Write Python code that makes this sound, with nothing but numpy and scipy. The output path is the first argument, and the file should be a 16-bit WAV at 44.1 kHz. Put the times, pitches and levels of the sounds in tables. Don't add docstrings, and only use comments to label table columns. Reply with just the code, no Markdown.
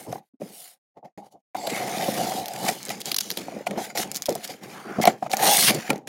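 import sys
import numpy as np
from scipy import signal
from scipy.fft import rfft, irfft, next_fast_len
from scipy.io import wavfile
from scipy.ndimage import uniform_filter1d, map_coordinates

SR = 44100
rng = np.random.default_rng(int(sys.argv[2]) if len(sys.argv) > 2 else 0)


def wav_out(sig):
    wavfile.write(sys.argv[1], SR, np.round(np.clip(np.atleast_2d(sig).T, -1, 1) * 32767).astype(np.int16))


N = 268288

# (frequency [Hz], width [Hz], level [dB])
WALL_MODES = [(137.6, 71, -3.5), (209.8, 29.6, 6), (288.5, 80, 1.5), (513, 266, 0)]


def amp(db):
    return 10 ** (np.asarray(db) / 20)


def unit(x):
    return x / np.sqrt(np.mean(x ** 2) + 1e-20)


def filtered(x, response):
    m = next_fast_len(len(x) + SR // 4)
    spectrum = rfft(x, m) * response(np.fft.rfftfreq(m, 1 / SR))
    return irfft(spectrum, m)[:len(x)]


def colour(points):
    f, db = np.transpose(points)
    return lambda hz: amp(np.interp(np.log(hz + 1), np.log(f + 1), db, left=-120))


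def resonances(modes):
    def response(f):
        total = 0
        for k, (centre, width, db) in enumerate(modes):
            damping = 1j * f * width
            total = total + (-1) ** k * amp(db) * damping / (centre * centre - f * f + damping)
        return total
    return response


def wobble(rate):
    knots = rng.standard_normal(int(N * rate / SR) + 4)
    return map_coordinates(knots, [np.arange(N) * rate / SR])


def grit(lumps_db, lumps_rate, patchy_db):
    z = signal.stft(rng.standard_normal(N + 1024), nperseg=512)[2]
    field = uniform_filter1d(rng.standard_normal(z.shape), size=3, axis=0)
    field = uniform_filter1d(field, size=14, axis=1)
    noise = signal.istft(z * amp(patchy_db * unit(field)), nperseg=512)[1][:N]
    return noise * amp(lumps_db * wobble(lumps_rate))


def swell_db(ms, rise, hold, fall):
    fade_db = 20
    return fade_db * np.minimum(0, np.minimum(ms / max(rise, 1), (hold - ms) / max(fall, 1)))


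def singing():
    # (start of full level [s], rise [ms], hold [ms], fall [ms], level [dB], centre [Hz],
    #  nominal width [Hz], reshaped by the filter below)
    sung_rubs = [(1.736, 69, 46, 25, -34, 2130, 200), (1.575, 12, 94, 100, -50, 4620, 360),
                 (1.605, 18, 160, 43, -48.5, 7600, 330), (4.76, 70, 42, 66, -44.5, 1030, 800),
                 (4.9, 100, 85, 15, -42, 1290, 460), (.08, 25, 70, 40, -44.5, 127, 34),
                 (5.02, 7.2, 26, 8, -31.5, 2080, 210), (5.678, 62, 21, 8, -21, 3160, 1400)]
    out = np.zeros(N)
    noise = grit(lumps_db=2, lumps_rate=80, patchy_db=1.5)
    ms = np.arange(N) / SR * 1000
    for s, rise, hold, fall, db, hz, width in sung_rubs:
        panel = resonances([(hz, 1.16 * width, 0)])
        tone = unit(filtered(noise, lambda f: panel(f) ** 2))
        out += amp(db + swell_db(ms - s * 1000, rise, hold, fall)) * tone
    return out


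def flap():
    # (time [s], level [dB] that scales the modes)
    hits = [(.127, -43), (.416, -50), (1.55, -38.5), (2.689, -23), (2.903, -27), (3.668, -24.5),
            (3.709, -33.5), (3.903, -33), (5.039, -25), (5.055, -27), (5.076, -16), (5.335, -21),
            (5.903, -16.5)]
    # (pitch [Hz], level [dB], 60 dB decay time [s])
    flap_modes = [(1404, -7.5, 0.06), (1937, 1.5, 0.033), (2287, 9.5, 0.015), (2940, -10, 0.025)]
    out = np.zeros(N + SR)
    t = np.arange(SR // 10) / SR
    for s, db in hits:
        ring = np.zeros(len(t))
        for hz, level, t60 in flap_modes:
            decay = amp(level + rng.normal(0, 1.5) - 60 * t / t60)
            ring += decay * np.sin(2 * np.pi * hz * rng.normal(1, 0.051) * t)
        onset = 1 - np.exp(-t / 0.0013)
        out[round(s * SR):][:len(t)] += amp(db) * onset * ring
    return out[:N]


def knocks():
    # (time [s], ring level before make-up [dB], hollow pitch [Hz],
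    #  wall thud over the ring level, before make-up [dB])
    blows = [(0.127, -22, 704, -20), (0.156, -28.5, 784, -20), (.181, -39, 790, -20),
             (0.336, -49.5, 262, -31.5), (0.402, -32.5, 264, -15), (0.416, -28, 585, -6),
             (0.426, -28, 202, -14), (1.18, -40, 654, -8), (1.55, -20.5, 750, -18), (1.674, -21, 656, -10),
             (1.97, -30.5, 730, 9), (2.083, -18, 514, 4), (2.182, -24, 750, -4), (2.318, -24, 750, -30),
             (2.348, -29, 684, 4), (2.642, -28.5, 750, -35), (2.689, -16.5, 734, -8.5),
             (2.903, -26, 723, -14), (3.372, -36, 567, 10), (3.482, -27.5, 744, -4), (3.521, -28, 670, -16),
             (3.563, -28.5, 554, 2), (3.606, -31.5, 570, -4), (3.667, -16.5, 712, -40),
             (3.711, -31.5, 680, -22), (3.734, -28.5, 605, -3), (3.773, -29, 680, -4),
             (3.783, -22.5, 642, -17), (4.284, -10.5, 570, -9), (4.296, -21, 450, -1),
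             (4.354, -24.5, 674, -25), (4.493, -32.5, 552, -20), (4.987, -28, 605, 1),
             (4.999, -19, 717, 6.5), (5.039, -16, 760, -32), (5.054, -10, 708, -23),
             (5.074, -2, 709, -10.5), (5.2251, -17, 745, -13), (5.262, -26.5, 675, -23),
             (5.335, -13.5, 777, -10), (5.367, -27, 770, -4), (5.703, -20.5, 688, -5),
             (5.903, -17, 860, -7), (5.931, -30, 396, 10.5), (5.957, -32, 375, 6), (5.979, -42, 300, 5.5),
             (6.018, -47, 250, 8)]
    ring_makeup_db, thud_makeup_db = 2.5, 39
    ring, pushes = np.zeros(N + SR), np.zeros(N)
    t = np.arange(SR // 10) / SR
    for s, db, hz, thud_db in blows:
        onset = (1 - np.exp(-t * hz / .8)) ** 2
        damping = amp(-60 * (t / 0.025 * (hz / 700) ** .6) ** 1.5)
        band = resonances([(hz, .6 * hz, 0)])
        rattle = unit(filtered(rng.standard_normal(len(t)), lambda f: band(f) ** 2))
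        note = np.sin(2 * np.pi * hz * t) + 0.29 * rattle
        ring[round(s * SR):][:len(t)] += amp(db + ring_makeup_db) * 1.3 * onset * damping * note
        pushes[round(s * SR)] = amp(db + thud_db + thud_makeup_db)
    soft = lambda f: 1 / (1 + 1j * f / 600) ** 2
    free = lambda f: (1j * f / (1j * f + 70)) ** 3
    thuds = filtered(pushes, lambda f: resonances(WALL_MODES)(f) * soft(f))
    return filtered(ring[:N] + thuds, free)


def cracks():
    # (peak time [s], level before make-up and added bursts [dB], centre [Hz],
    #  nominal time to fall 10 dB [ms], held to 0.4-12)
    snaps = [(0.126, -36.5, 2200, 0.72), (1.567, -38.5, 10700, 0.71), (1.672, -30, 4070, 4.6),
             (1.703, -32.5, 2050, 6.8), (2.296, -32, 6900, 3.7), (2.4587, -29.5, 5130, 1.2),
             (2.4829, -29.5, 5200, 1.8), (2.5362, -36, 6840, 2.7), (2.562, -33, 2030, 2.8),
             (2.687, -22, 1750, 5.3), (2.83, -36, 6700, 0.93), (2.8526, -32.5, 8000, 1),
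             (2.8618, -36, 7000, 1.2), (2.873, -41, 6000, 1), (2.8846, -35, 5000, 1.3),
             (2.893, -28.5, 5540, 1.1), (2.9025, -32, 5000, 1.5), (3.0045, -38, 10300, 2.3),
             (3.016, -30.5, 3760, 1.4), (3.0576, -28, 6550, 1.3), (3.1176, -20.5, 4150, 3.1),
             (3.1449, -21.5, 4700, 1.8), (3.1651, -21, 5950, 2.9), (3.1864, -19, 5060, 2.8),
             (3.2087, -23, 5650, 4.6), (3.304, -23, 4800, 1.7), (3.3144, -23, 5300, 0.55),
             (3.374, -25.5, 3930, 3.3), (3.671, -33, 2530, 7.1), (3.71, -36.5, 2210, 2.4),
             (3.9748, -24.5, 3680, 1.3), (4.116, -26.5, 6560, 1), (4.1465, -31.5, 6400, 2.7),
             (4.155, -28, 6400, 1.4), (4.161, -25.5, 6400, 1.2), (4.169, -26, 6360, 1.6),
             (4.1747, -35, 6400, 1.7), (4.222, -24.5, 6060, 0.43), (4.258, -27, 5050, 1.6),
             (4.2635, -28, 6100, 2.6), (4.27, -36, 3100, 1.5), (4.293, -27, 6300, 1.4),
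             (4.305, -33, 6500, 1.3), (4.3258, -36, 5400, 1.2), (4.353, -29, 10900, 1.5),
             (4.4768, -36.5, 6260, 2.8), (5.0545, -19.5, 4540, 2.1), (5.0748, -20.5, 1730, 4.9),
             (5.316, -26, 6100, 1.1), (5.334, -24.5, 1900, 3.7), (5.3439, -27.5, 6500, 0.86),
             (5.3696, -21.5, 6400, 0.52), (5.7477, -30, 7540, 5.1), (5.896, -36, 5000, 1.5),
             (5.904, -22, 2330, 3.4), (5.932, -41, 5000, 2), (5.959, -44, 5530, 1.4),
             (5.98, -50, 6400, 1.5), (6.0746, -33.5, 1970, 2.6)]
    after_ms, after_db = 6.5, -14.5
    lead = SR // 100
    out = np.zeros(N + SR)
    ms = (np.arange(SR // 15) - lead) / SR * 1000
    for s, db, centre_hz, length in snaps:
        quicken = np.where(ms < 0, max(1, 3.6 / length), 1)
        u = ms / np.clip(length, .4, 12) * quicken
        shape = amp(np.where(u < 0, -12 * abs(u) ** 1.96, -10 * abs(u) ** 1.7))
        shape = shape + (u > 0) * amp(-7 - 2.2 * abs(ms))
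        level = rng.normal(after_db, 3)
        delay = after_ms * rng.uniform(0.52, 1.38)
        shape = shape + amp(level - 9 * ((ms - delay) / 1.06) ** 2)
        shape = shape + amp(6.5 - 3 * length - 40 * abs(ms))
        tone = resonances([(centre_hz, 0.52 * centre_hz, 0), (4500, 6000, -6),
                           (11000, 7000, -11), (1100, 1200, -17)])
        noise = rng.standard_normal(len(ms))
        burst = shape * unit(filtered(noise, lambda f: tone(f) * f / (f + 600)))
        out[round(s * SR):][:len(ms)] += amp(db + 0.5) * burst
    return out[lead:N + lead]


def fibres():
    per_second, level_db, spread_db = 500, 5, 4.5
    hit, size, sign = rng.random((3, N))
    height = amp(level_db - spread_db * np.log(size + .05))
    return (hit < per_second / SR) * height * np.sign(sign - .5)


def layers_db(scrape, shake, hiss_db, rasp_db, walls_db):
    hiss = scrape - 3.5 + hiss_db + 0.2 * np.clip(scrape - shake, -25, 12)
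    rasp = scrape + 0.27 * (shake - scrape) - 3.5 + rasp_db
    return np.array([hiss, scrape, rasp, shake, shake + walls_db])


def strokes():
    # (time [s], scrape of the edge on paper [dB], shake of the box [dB],
    #  extra rasp where the edge crosses the ridges [dB])
    long_strokes = [
        [(0, -49.5, -43, -1.5), (.041, -53, -55, -1), (.075, -60, -44.5, 0), (.133, -53.5, -50, 3),
         (.19, -62, -57, -1), (.215, -83, -58.5, 4), (.29, -88, -100, 4)],
        [(.4, -74, -68, 5), (.457, -62, -61, 4), (.6, -49, -57, -9), (.676, -53, -58.5, -1),
         (.74, -63, -70, -1), (.79, -101, -87, 3)],
        [(1.176, -56.5, -44, 4), (1.22, -74.5, -51.5, -7), (1.267, -63.5, -49, -6), (1.3, -90, -77, -6),
         (1.325, -64, -56.5, -12), (1.36, -85, -49.5, -15), (1.4, -93, -77, -7), (1.44, -100, -102, 0)],
        [(1.547, -49.5, -38.5, 6), (1.595, -49, -38, -4.5), (1.675, -45.5, -33, 1), (1.779, -37, -32.5, 5.5),
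         (1.811, -41, -29.5, 4), (1.971, -38.5, -34, 2), (2.027, -36, -24.5, 0), (2.123, -37.5, -35, 0.5),
         (2.211, -35.5, -27, -2), (2.3, -38, -32, 0), (2.388, -38, -31, -6), (2.46, -48.5, -39.5, -1),
         (2.588, -43, -35, -3.5), (2.684, -31.5, -28.5, -0.5), (2.78, -48.5, -45, -3.5)],
        [(2.78, -43.5, -55.5, -5), (2.874, -51.5, -51.5, 12.5), (3.04, -53.5, -58, -2), (3.12, -45, -53, -6),
         (3.175, -66, -59, -2), (3.215, -42, -55, 0), (3.295, -44, -52.5, -4.5), (3.44, -50.5, -51.5, 4),
         (3.617, -55, -49.5, 6), (3.649, -64, -52, 5), (3.69, -52.5, -47.5, -2), (3.77, -58.5, -47.5, 12),
         (3.95, -74, -63, 8)],
        [(4.04, -48, -43, 2), (4.099, -58.5, -49.5, 5), (4.21, -66, -58, 6), (4.235, -48, -59, -6),
         (4.28, -78, -59, 16), (4.372, -52, -52, 2), (4.598, -70, -64.5, 11), (4.719, -49, -48, 2.5),
         (4.84, -57.5, -54.5, 4), (4.896, -56, -41.5, 12), (4.985, -55.5, -48.5, 6), (5.137, -67, -46.5, 13),
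         (5.222, -62.5, -63, -6), (5.269, -53.5, -45, 11.5), (5.297, -84, -64, -3)],
        [(5.297, -48, -38, 5), (5.329, -37, -32.5, -10), (5.354, -47.5, -37.5, 3.5), (5.435, -23, -18, -2),
         (5.508, -22, -22, -2.5), (5.6, -22.5, -32, -3.5), (5.669, -22, -40, 1.5), (5.71, -23.5, -21, 6)],
        [(5.71, -35.5, -33.5, 2), (5.832, -45.5, -47, 6), (5.893, -46, -45.5, 6), (5.98, -68, -54, 14),
         (6.057, -102, -74, -5), (6.083, -29.5, -33, 3)],
    ]
    # (extra hiss [dB], walls over the shake [dB])
    stroke_colours = [(6.5, -2), (8, -13), (4.5, -2.5), (2.5, -4.5), (-2.5, 8), (0, 6), (3, -13), (-1.5, 3)]
    # (start of full level [s], rise [ms], hold [ms], fall [ms],
    #  scrape [dB], shake [dB], walls over the shake [dB])
    brushes_and_thumps = [(.075, 23, 60, 43, -82, -54.5, 16.5), (0.409, 5.2, 12, 91, -57.5, -56, 21),
                          (0.973, 11.4, 6.9, 23, -71.5, -44, -2), (1.03, 3.3, 17, 24, -103, -42.5, -14),
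                          (1.05, 8.1, 2.1, 32, -61.5, -41, -12), (2.906, 14, 3, 53, -38, -39.5, -20),
                          (3.01, 14, 2.2, 13, -43, -53.5, 10), (3.058, 9.3, 20, 70, -37, -39.5, -9),
                          (3.386, 15, 3, 49, -43, -42, 10), (3.776, 2.5, 6.7, 97, -41.5, -31.5, -2),
                          (3.848, 60, 3.7, 36, -39, -64, 5), (3.9, 11, 3.7, 19, -45, -41.5, -9),
                          (3.953, 3.5, 17, 81, -37.5, -33, -4), (3.976, 2, 60, 3.5, -32.5, -46, -1),
                          (4.166, 54, 3, 44, -44.5, -57, 8), (4.286, 1.4, 5, 86, -42, -34.5, 10),
                          (4.447, 21, 4.1, 16, -34, -53, -4), (4.501, 28, 3, 65, -42.5, -43.5, 5),
                          (4.636, 18, 2.3, 25, -47.5, -45.5, 2), (4.987, 2.4, 3.3, 26, -70, -31.5, 8),
                          (5.015, 1.7, 24, 2.4, -30.5, -47, 12), (5.087, 51, 3.6, 37, -35, -22, -2),
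                          (5.225, 3.8, 3.7, 51, -54.5, -33.5, 7), (5.703, 100, 9.1, 17, -35, -49, 18),
                          (5.895, 2.4, 3.8, 87, -52, -31, 6.5)]
    t, gains = np.arange(N) / SR, np.zeros((5, N))
    for rows, (hiss_db, walls_db) in zip(long_strokes, stroke_colours):
        s, *cols = np.transpose(rows)
        on = (t >= s[0]) & (t < s[-1])
        scrape, shake, rasp_db = [np.interp(t[on], s, c) for c in cols]
        gains[:, on] += amp(layers_db(scrape, shake, hiss_db, rasp_db, walls_db))
    for s, rise, hold, fall, scrape, shake, walls_db in brushes_and_thumps:
        on = abs(t - s) < .5
        shape_db = swell_db((t[on] - s) * 1000, rise, hold, fall)
        gains[:, on] += amp(layers_db(scrape, shake, 0, 0, walls_db)[:, None] + shape_db)
    gains[4] *= amp(2 * wobble(14))
    return uniform_filter1d(gains, size=64, axis=1)


def rubbing():
    # (frequency [Hz], width [Hz], level [dB])
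    air_modes = [(590, 120, -10), (700, 70, -3), (775, 75, 0)]
    # (frequency [Hz], level [dB])
    rumble_curve = [(20, -64.5), (60, -6), (100, -12.5), (125, -3), (400, -6.5), (1000, -13), (1500, -25.5)]
    # (frequency [Hz], level [dB])
    hiss_curve = [(6500, -48), (7800, -4), (9500, 0), (12000, -2.5), (15400, -7.5), (16000, -9)]
    # (frequency [Hz], level [dB])
    scrape_curve = [(2200, -22), (2900, 2), (4000, 2.5), (5500, 2), (7200, 2), (7900, -22), (9500, -63)]
    # (frequency [Hz], level [dB])
    rasp_curve = [(800, -9), (1100, -4.5), (1850, -1), (2170, 1), (2450, -2), (3000, -11.5), (4000, -29)]
    catch = grit(lumps_db=1.83, lumps_rate=250, patchy_db=3.5) + fibres()
    ridges = grit(lumps_db=3, lumps_rate=150, patchy_db=2.5) + fibres()
    air = grit(lumps_db=1.5, lumps_rate=100, patchy_db=1.5)
    panels = grit(lumps_db=3.5, lumps_rate=50, patchy_db=2.0)

    steep = lambda f: resonances(air_modes)(f) / (1 + (f / 1000) ** 6)
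    shift = 1.05
    gape = np.sin(np.pi / 4 * (1 + np.tanh(wobble(8))))
    raised = filtered(air, lambda f: steep(f / shift))
    lowered = filtered(air[::-1], lambda f: steep(f * shift))

    hiss = filtered(catch, colour(hiss_curve))
    scrape = filtered(catch, colour(scrape_curve))
    rasp = filtered(ridges, colour(rasp_curve))
    hollow = gape * raised + np.sqrt(1 - gape ** 2) * lowered
    walls = filtered(panels, lambda f: resonances(WALL_MODES)(f) * colour(rumble_curve)(f))
    layers = [hiss, scrape, rasp, hollow, walls]
    return sum(gain * unit(layer) for gain, layer in zip(strokes(), layers))


def scene():
    return np.tile(rubbing() + cracks() + knocks() + flap() + singing(), (2, 1))


def record(dry):
    top_hz = 16000
    level_db = 10 * np.log10(np.abs(uniform_filter1d(dry[0] ** 2, size=600)) + 1e-14)
    gated = dry[0] * amp(np.minimum(0, 1.4 * (level_db + 78.0)))
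    rounded = gated / (1 + np.abs(gated / .85) ** 4) ** (1 / 4)
    return np.tile(filtered(rounded, lambda hz: 1 / (1 + (hz / top_hz) ** 160)), (2, 1))


dry = scene()
out = record(dry)
wav_out(out)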